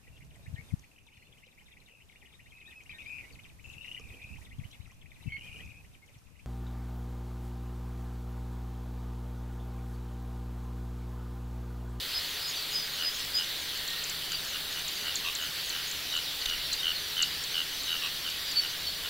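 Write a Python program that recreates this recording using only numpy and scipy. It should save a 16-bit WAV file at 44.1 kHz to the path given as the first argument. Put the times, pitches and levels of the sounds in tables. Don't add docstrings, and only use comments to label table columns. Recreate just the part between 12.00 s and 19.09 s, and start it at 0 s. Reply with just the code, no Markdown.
import sys
import numpy as np
from scipy import signal
from scipy.fft import rfft, irfft, next_fast_len
from scipy.io import wavfile
from scipy.ndimage import uniform_filter1d

SR = 44100
rng = np.random.default_rng(int(sys.argv[2]) if len(sys.argv) > 2 else 0)


def digitize_waveform(pressure):
    field = np.atleast_2d(pressure).T
    bounded = np.clip(field, -1, 1)
    quanta = np.round(bounded * 32767).astype(np.int16)
    wavfile.write(sys.argv[1], SR, quanta)


N = 312669

# t/s, duration/s, nominal level/dB
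TREE_FROG_CALLS = [(.988, .061, -26.5), (1.3745, .061, -27.5), (2.309, .037, -31), (2.5345, .037, -28),
                   (2.750, .049, -30), (3.0465, .061, -27), (3.390, .073, -28.5), (3.7275, .073, -29),
                   (4.129, .061, -23.5), (4.476, .073, -25), (4.833, .085, -20), (5.169, .073, -19),
                   (5.544, .073, -21.5), (5.8815, .085, -23.5), (6.253, .037, -25.5), (6.625, .037, -28.5),
                   (7.037, .037, -31.5)]
SECOND_FROG_CALLS = [(3.2505, .049, -24.5), (6.0245, .049, -25.5)]
# nominal f/Hz, relative level/dB, lag/s, nominal duration/s, glide/(Hz/s),
# share of the calls' level changes that the mode follows
TREE_FROG_MODES = [(2912, 0, 0, .008, -12000, 1), (1420, -15, -.001, .0095, 70000, .25),
                   (3500, -16, 0, .007, 0, .8)]
SECOND_FROG_MODES = [(2700, 0, 0, .0055, -40000, 1), (1080, -13.5, -.003, .011, 25000, 1),
                     (3150, -6, -.001, .005, 0, 1), (3680, -7.5, .002, .009, 20000, 1)]
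def frogs():
    tree_frog = rattle(TREE_FROG_CALLS, TREE_FROG_MODES, taper=.47, jitter_rad=1.0)
    tree_frog = reverberate(tree_frog, t60=.35, echo_db=-9)
    second_frog = rattle(SECOND_FROG_CALLS, SECOND_FROG_MODES, taper=.3, jitter_rad=1.4)
    return tree_frog + reverberate(second_frog, t60=.076, echo_db=-8)


def rattle(calls, modes, taper, jitter_rad, pulses_per_s=82.2, reference_db=-22, sag_hz_per_s=700):
    out, t = np.zeros(N), np.arange(-SR // 100, SR // 100) / SR
    for s, length, db in calls:
        count = round(length * pulses_per_s) + 1
        detune_hz = 15 * rng.standard_normal()
        for k, place in enumerate(np.linspace(-1, 1, count)):
            pulse, since = np.zeros(len(t)), k / pulses_per_s
            tension = 1.018 - .011 * place + .01 * rng.standard_normal()
            for hz, mode_db, lag, ring, glide, follows in modes:
                u = t - lag
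                cycles = (hz + detune_hz) * since + hz * tension * u + glide * u ** 2 / 2
                cycles -= sag_hz_per_s * (since + u - length / 2) ** 2 / 2
                level_db = reference_db + follows * (db - reference_db) + mode_db
                level_db += .5 * rng.standard_normal()
                envelope = arch(u * np.where(u < 0, 1.35, .9), ring)
                phase = 2 * np.pi * cycles + jitter_rad * rng.standard_normal()
                pulse += gain_of(level_db) * envelope * np.sin(phase)
            swell = np.exp(-taper * (place - .1) ** 2)
            add(out, s + since + t[0], swell * pulse)
    return out


# t/s, nominal snap level/dB, slur level/dB
CHIP_CALLS = [(1.196, -39, -35), (1.8785, -35, -30), (2.041, -31, -48), (2.098, -30.5, -46),
              (2.3203, -33.5, -35), (2.882, -32, -33), (3.1566, -25, -31), (3.352, -29.5, -30.5),
              (3.6952, -32.5, -29), (3.914, -33, -33), (4.167, -35, -31), (4.4118, -45, -30),
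              (4.7316, -27.5, -27), (5.2246, -22, -21), (5.439, -32.5, -31), (5.8351, -39, -34),
              (6.302, -40, -47), (6.517, -36, -31.5)]
def chips(soft_count=6, soft_from_s=.97, soft_to_s=2.8):
    out = np.zeros(N)
    places = (np.arange(soft_count) + rng.random(soft_count)) / soft_count
    soft_chips = [(s, -40.5, -47) for s in soft_from_s + (soft_to_s - soft_from_s) * places]
    for s, snap_db, slur_db in list(CHIP_CALLS) + soft_chips:
        fade_db = .98 * (snap_db + 25)
        snap = gain_of(snap_db + 2) * plunge(.0048, top_hz=7740, end_hz=4980, bend=1.7, tilt_db=fade_db)
        slur = gain_of(slur_db) * plunge(.0111, top_hz=4634, end_hz=3600, bend=1.43, tilt_db=-3)
        add(out, s - .0015, np.concatenate([snap, slur]))
    return out


def plunge(length, top_hz, end_hz, bend, tilt_db):
    u = np.linspace(0, 1, round(length * SR), endpoint=False)
    hz = (top_hz + (end_hz - top_hz) * u ** bend) * (1 + .016 * rng.standard_normal())
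    envelope = np.sqrt(np.sin(np.pi * u)) * gain_of(tilt_db * (u - .5))
    return envelope * np.sin(2 * np.pi * np.cumsum(hz) / SR)


# centre t/s, duration/s, f/Hz, glide/(Hz/s), level/dB
WHISTLE_NOTES = [(0.166, .065, 5090, 300, -27.5), (0.467, .15, 5000, 1400, -37),
                 (.583, .07, 4640, 500, -35), (0.769, .09, 5010, 700, -27.5),
                 (0.836, .075, 4930, -500, -37), (1.068, .095, 4980, 900, -26.5),
                 (1.371, .071, 4980, 900, -23.5), (1.93, .28, 1857, 7, -46.5),
                 (4.729, .036, 4080, -21000, -27), (4.801, .04, 3730, 2197, -31),
                 (4.967, .03, 4215, -12000, -32), (6.495, 0.12, 4850, -400, -38),
                 (6.586, .064, 4490, -1300, -20.5), (6.883, .061, 4450, -2600, -30)]
def whistles(waver=.0048, flutter=.25, echo_s=.036, echo_db=-15.5):
    out = np.zeros(N)
    for s, length, pitch_hz, glide, db in WHISTLE_NOTES:
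        t = centred_time(length)
        hz = (pitch_hz + glide * t) * (1 + waver * noise_band(0, 78, len(t)))
        swell = arch(t, length) ** .53 * (1 + flutter * noise_band(0, 110, len(t)))
        note = gain_of(db) * swell * np.sin(2 * np.pi * np.cumsum(hz) / SR)
        add(out, s + t[0], note)
        add(out, s + t[0] + echo_s, gain_of(echo_db) * note)
    return out


# t/s, level/dB
STRAW_CRACKS = [(4.4601, -26), (4.498, -30.5)]
# f/Hz, relative level/dB
STRAW_SPECTRUM = [(900, -17), (2500, -5), (3700, 12), (4800, -4), (6300, 1.5), (9000, -18), (15000, -22)]
# t/s, nominal level/dB, decay time/s
GROUND_THUDS = [(4.452, -41, 0.1), (4.702, -45, .04)]
def footstep(crack_s=.013, thud_hz=35, rumble_width_hz=22, rise_s=.012):
    out, t = np.zeros(N), centred_time(crack_s)
    for s, db in STRAW_CRACKS:
        add(out, s + t[0], gain_of(db) * arch(t, crack_s) * coloured_noise(STRAW_SPECTRUM, len(t)))
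    t = np.arange(SR // 2) / SR
    for s, db, decay in GROUND_THUDS:
        ground = np.sin(2 * np.pi * thud_hz * t) + .5 * noise_band(thud_hz, rumble_width_hz, len(t))
        envelope = (1 - np.exp(-t / rise_s)) * np.exp(-t / decay)
        add(out, s, gain_of(db) * envelope * ground)
    return out


# centre t/s, duration/s, f/Hz, nominal level/dB
BUZZ_NOTES = [(1.19, 0.21, 5200, -43), (2.342, .13, 4710, -38.5), (3.01, 0.3, 4650, -42.5),
              (3.61, 0.15, 4620, -41.5), (4.13, .14, 3820, -37.5), (4.774, .13, 4750, -40),
              (5.293, .23, 4800, -41), (5.88, .19, 3820, -37.5), (6.04, 0.22, 5550, -47.5),
              (6.311, 0.062, 4560, -43)]
def buzzes(trill_hz=54, depth_hz=85, blur_hz=80):
    out = np.zeros(N)
    for s, length, hz, db in BUZZ_NOTES:
        t = centred_time(length)
        trill = np.sin(2 * np.pi * (trill_hz * rng.uniform(.96, 1.04) * t + rng.random()))
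        note = swept_band(hz, blur_hz, phase=2 * np.pi * np.cumsum(depth_hz * trill) / SR)
        add(out, s + t[0], gain_of(db - 1) * np.sqrt(arch(t, length)) * note)
    return out


# first pair t/s, last pair t/s, level/dB
TWITTER_PHRASES = [(0.285, 1.604, -48), (2.497, 3.894, -47)]
def twitter(pair_s=.227, note_s=.085, high_hz=6640, low_hz=6050, spread_hz=300, fall_hz_per_s=6000):
    out, t = np.zeros(N), centred_time(note_s)
    for first, last, db in TWITTER_PHRASES:
        for s in np.linspace(first, last, round((last - first) / pair_s) + 1):
            for lag_s, hz, note_db in [(0, high_hz, 0), (.054, low_hz, -.5)]:
                note = swept_band(hz, spread_hz, phase=-np.pi * fall_hz_per_s * t ** 2)
                stray_s, stray_db = rng.standard_normal(2) * [.008, 2]
                envelope = gain_of(db + note_db + stray_db) * arch(t, note_s)
                add(out, s + lag_s + stray_s + t[0], envelope * note)
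    return out


# t/s, note level/dB
CHATTER_LEVELS = [(0, -56), (3.4, -59), (3.8, -50), (7.09, -49)]
def chatter(notes_per_s=26, low_hz=5400, high_hz=6400, width_hz=130, note_s=.066):
    out, t = np.zeros(N), centred_time(note_s)
    for when, height in rng.random((round(notes_per_s * N / SR), 2)):
        s = when * N / SR
        note = noise_band(low_hz + (high_hz - low_hz) * height ** 2, width_hz, len(t))
        db = np.interp(s, *np.transpose(CHATTER_LEVELS))
        add(out, s, gain_of(db) * arch(t, note_s) * note)
    return out


# f/Hz, relative level/dB
WASH_SPECTRUM = [(20, -3.5), (45, -7), (110, -10), (210, -12.5), (420, -11), (900, -12.5), (1200, -10.5),
                 (1650, -6), (2350, -6.5), (2700, -4.5), (3050, 0), (3900, 0.4), (4650, -1), (5200, -9.5),
                 (6800, -15.5), (8500, -20), (15500, -17)]
def wash(level_db=-36):
    hz, _, spectra = signal.stft(coloured_noise(WASH_SPECTRUM, N), SR, nperseg=512, noverlap=384)
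    patches = uniform_filter1d(rng.standard_normal(spectra.shape), size=6, axis=0)
    patches = unit_rms(uniform_filter1d(patches, size=18, axis=1))
    swell = unit_rms(uniform_filter1d(rng.standard_normal(spectra.shape[1]), size=120))
    depth = curve_at([(700, .17), (1800, .73), (4500, .86), (8000, 1.23)], hz)[:, None]
    shimmer_db = depth * (1.88 * patches - .26 * swell)
    _, chorus = signal.istft(spectra * gain_of(shimmer_db), SR, nperseg=512, noverlap=384)
    return gain_of(level_db) * unit_rms(chorus[:N])


# f/Hz, rms level/dB, width/Hz
HUM_TONES = [(77.3, -63.5, 7), (155.3, -62.5, 5.6), (282, -67.5, 6.3), (432, -67.5, 16), (1917, -58, 17),
             (13727, -71, 4)]
def hum():
    return sum(gain_of(db) * noise_band(hz, width, N) for hz, db, width in HUM_TONES)


# f/Hz, relative level/dB
HISS_SPECTRUM = [(40, -8), (200, -10), (600, -5), (1300, -17.5), (2600, -7.5), (4500, -1.5), (8000, 1.5),
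                 (10500, 1.5), (13000, 5), (15800, 4)]
def hiss(level_db=-42.5):
    return gain_of(level_db) * np.array([coloured_noise(HISS_SPECTRUM, N) for _ in range(2)])


def reverberate(x, t60, echo_db):
    t = np.arange(SR // 2) / SR
    taps = rng.standard_normal(len(t)) * gain_of(-60 * t / t60) * (t > .004)
    return x + gain_of(echo_db) * signal.fftconvolve(x, taps / np.linalg.norm(taps))[:N]


def coloured_noise(points, size):
    shape = gain_of(curve_at(points, np.fft.rfftfreq(size, 1 / SR)))
    return unit_rms(irfft(rfft(rng.standard_normal(size)) * shape, size))


def noise_band(hz, width, size):
    padded = next_fast_len(size + SR // 4)
    bell = np.exp(-((np.fft.rfftfreq(padded, 1 / SR) - hz) / width) ** 2)
    return unit_rms(irfft(rfft(rng.standard_normal(padded)) * bell, padded))[:size]


def swept_band(hz, width, phase):
    analytic = signal.hilbert(noise_band(hz, width, len(phase)))
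    return unit_rms((analytic * np.exp(1j * phase)).real)


def curve_at(points, hz):
    f, value = np.transpose(points)
    return np.interp(np.log(hz + 1), np.log(f), value)


def centred_time(length):
    return np.arange(-length / 2, length / 2, 1 / SR)


def arch(t, length):
    return np.cos(np.pi * np.clip(t / length, -.5, .5)) ** 2


def gain_of(db):
    return 10 ** (np.asarray(db) / 20)


def unit_rms(x):
    return x / np.sqrt(np.mean(x ** 2) + 1e-20)


def add(mix, s, sound):
    part = mix[max(round(s * SR), 0):][:len(sound)]
    part += sound[:len(part)]


def scene():
    near = frogs()
    near += reverberate(chips(), t60=.12, echo_db=-12.5)
    near += reverberate(whistles(), t60=.34, echo_db=-17)
    far_birds = twitter() + buzzes() + chatter()
    return near + far_birds + hiss() + footstep() + wash() + hum()


def record(dry, cutoff_hz=15800):
    low_pass = signal.firwin(511, cutoff_hz, window=("kaiser", 9), fs=SR)
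    return signal.oaconvolve(dry, low_pass[None], "same")


dry = scene()
out = record(dry)
digitize_waveform(out)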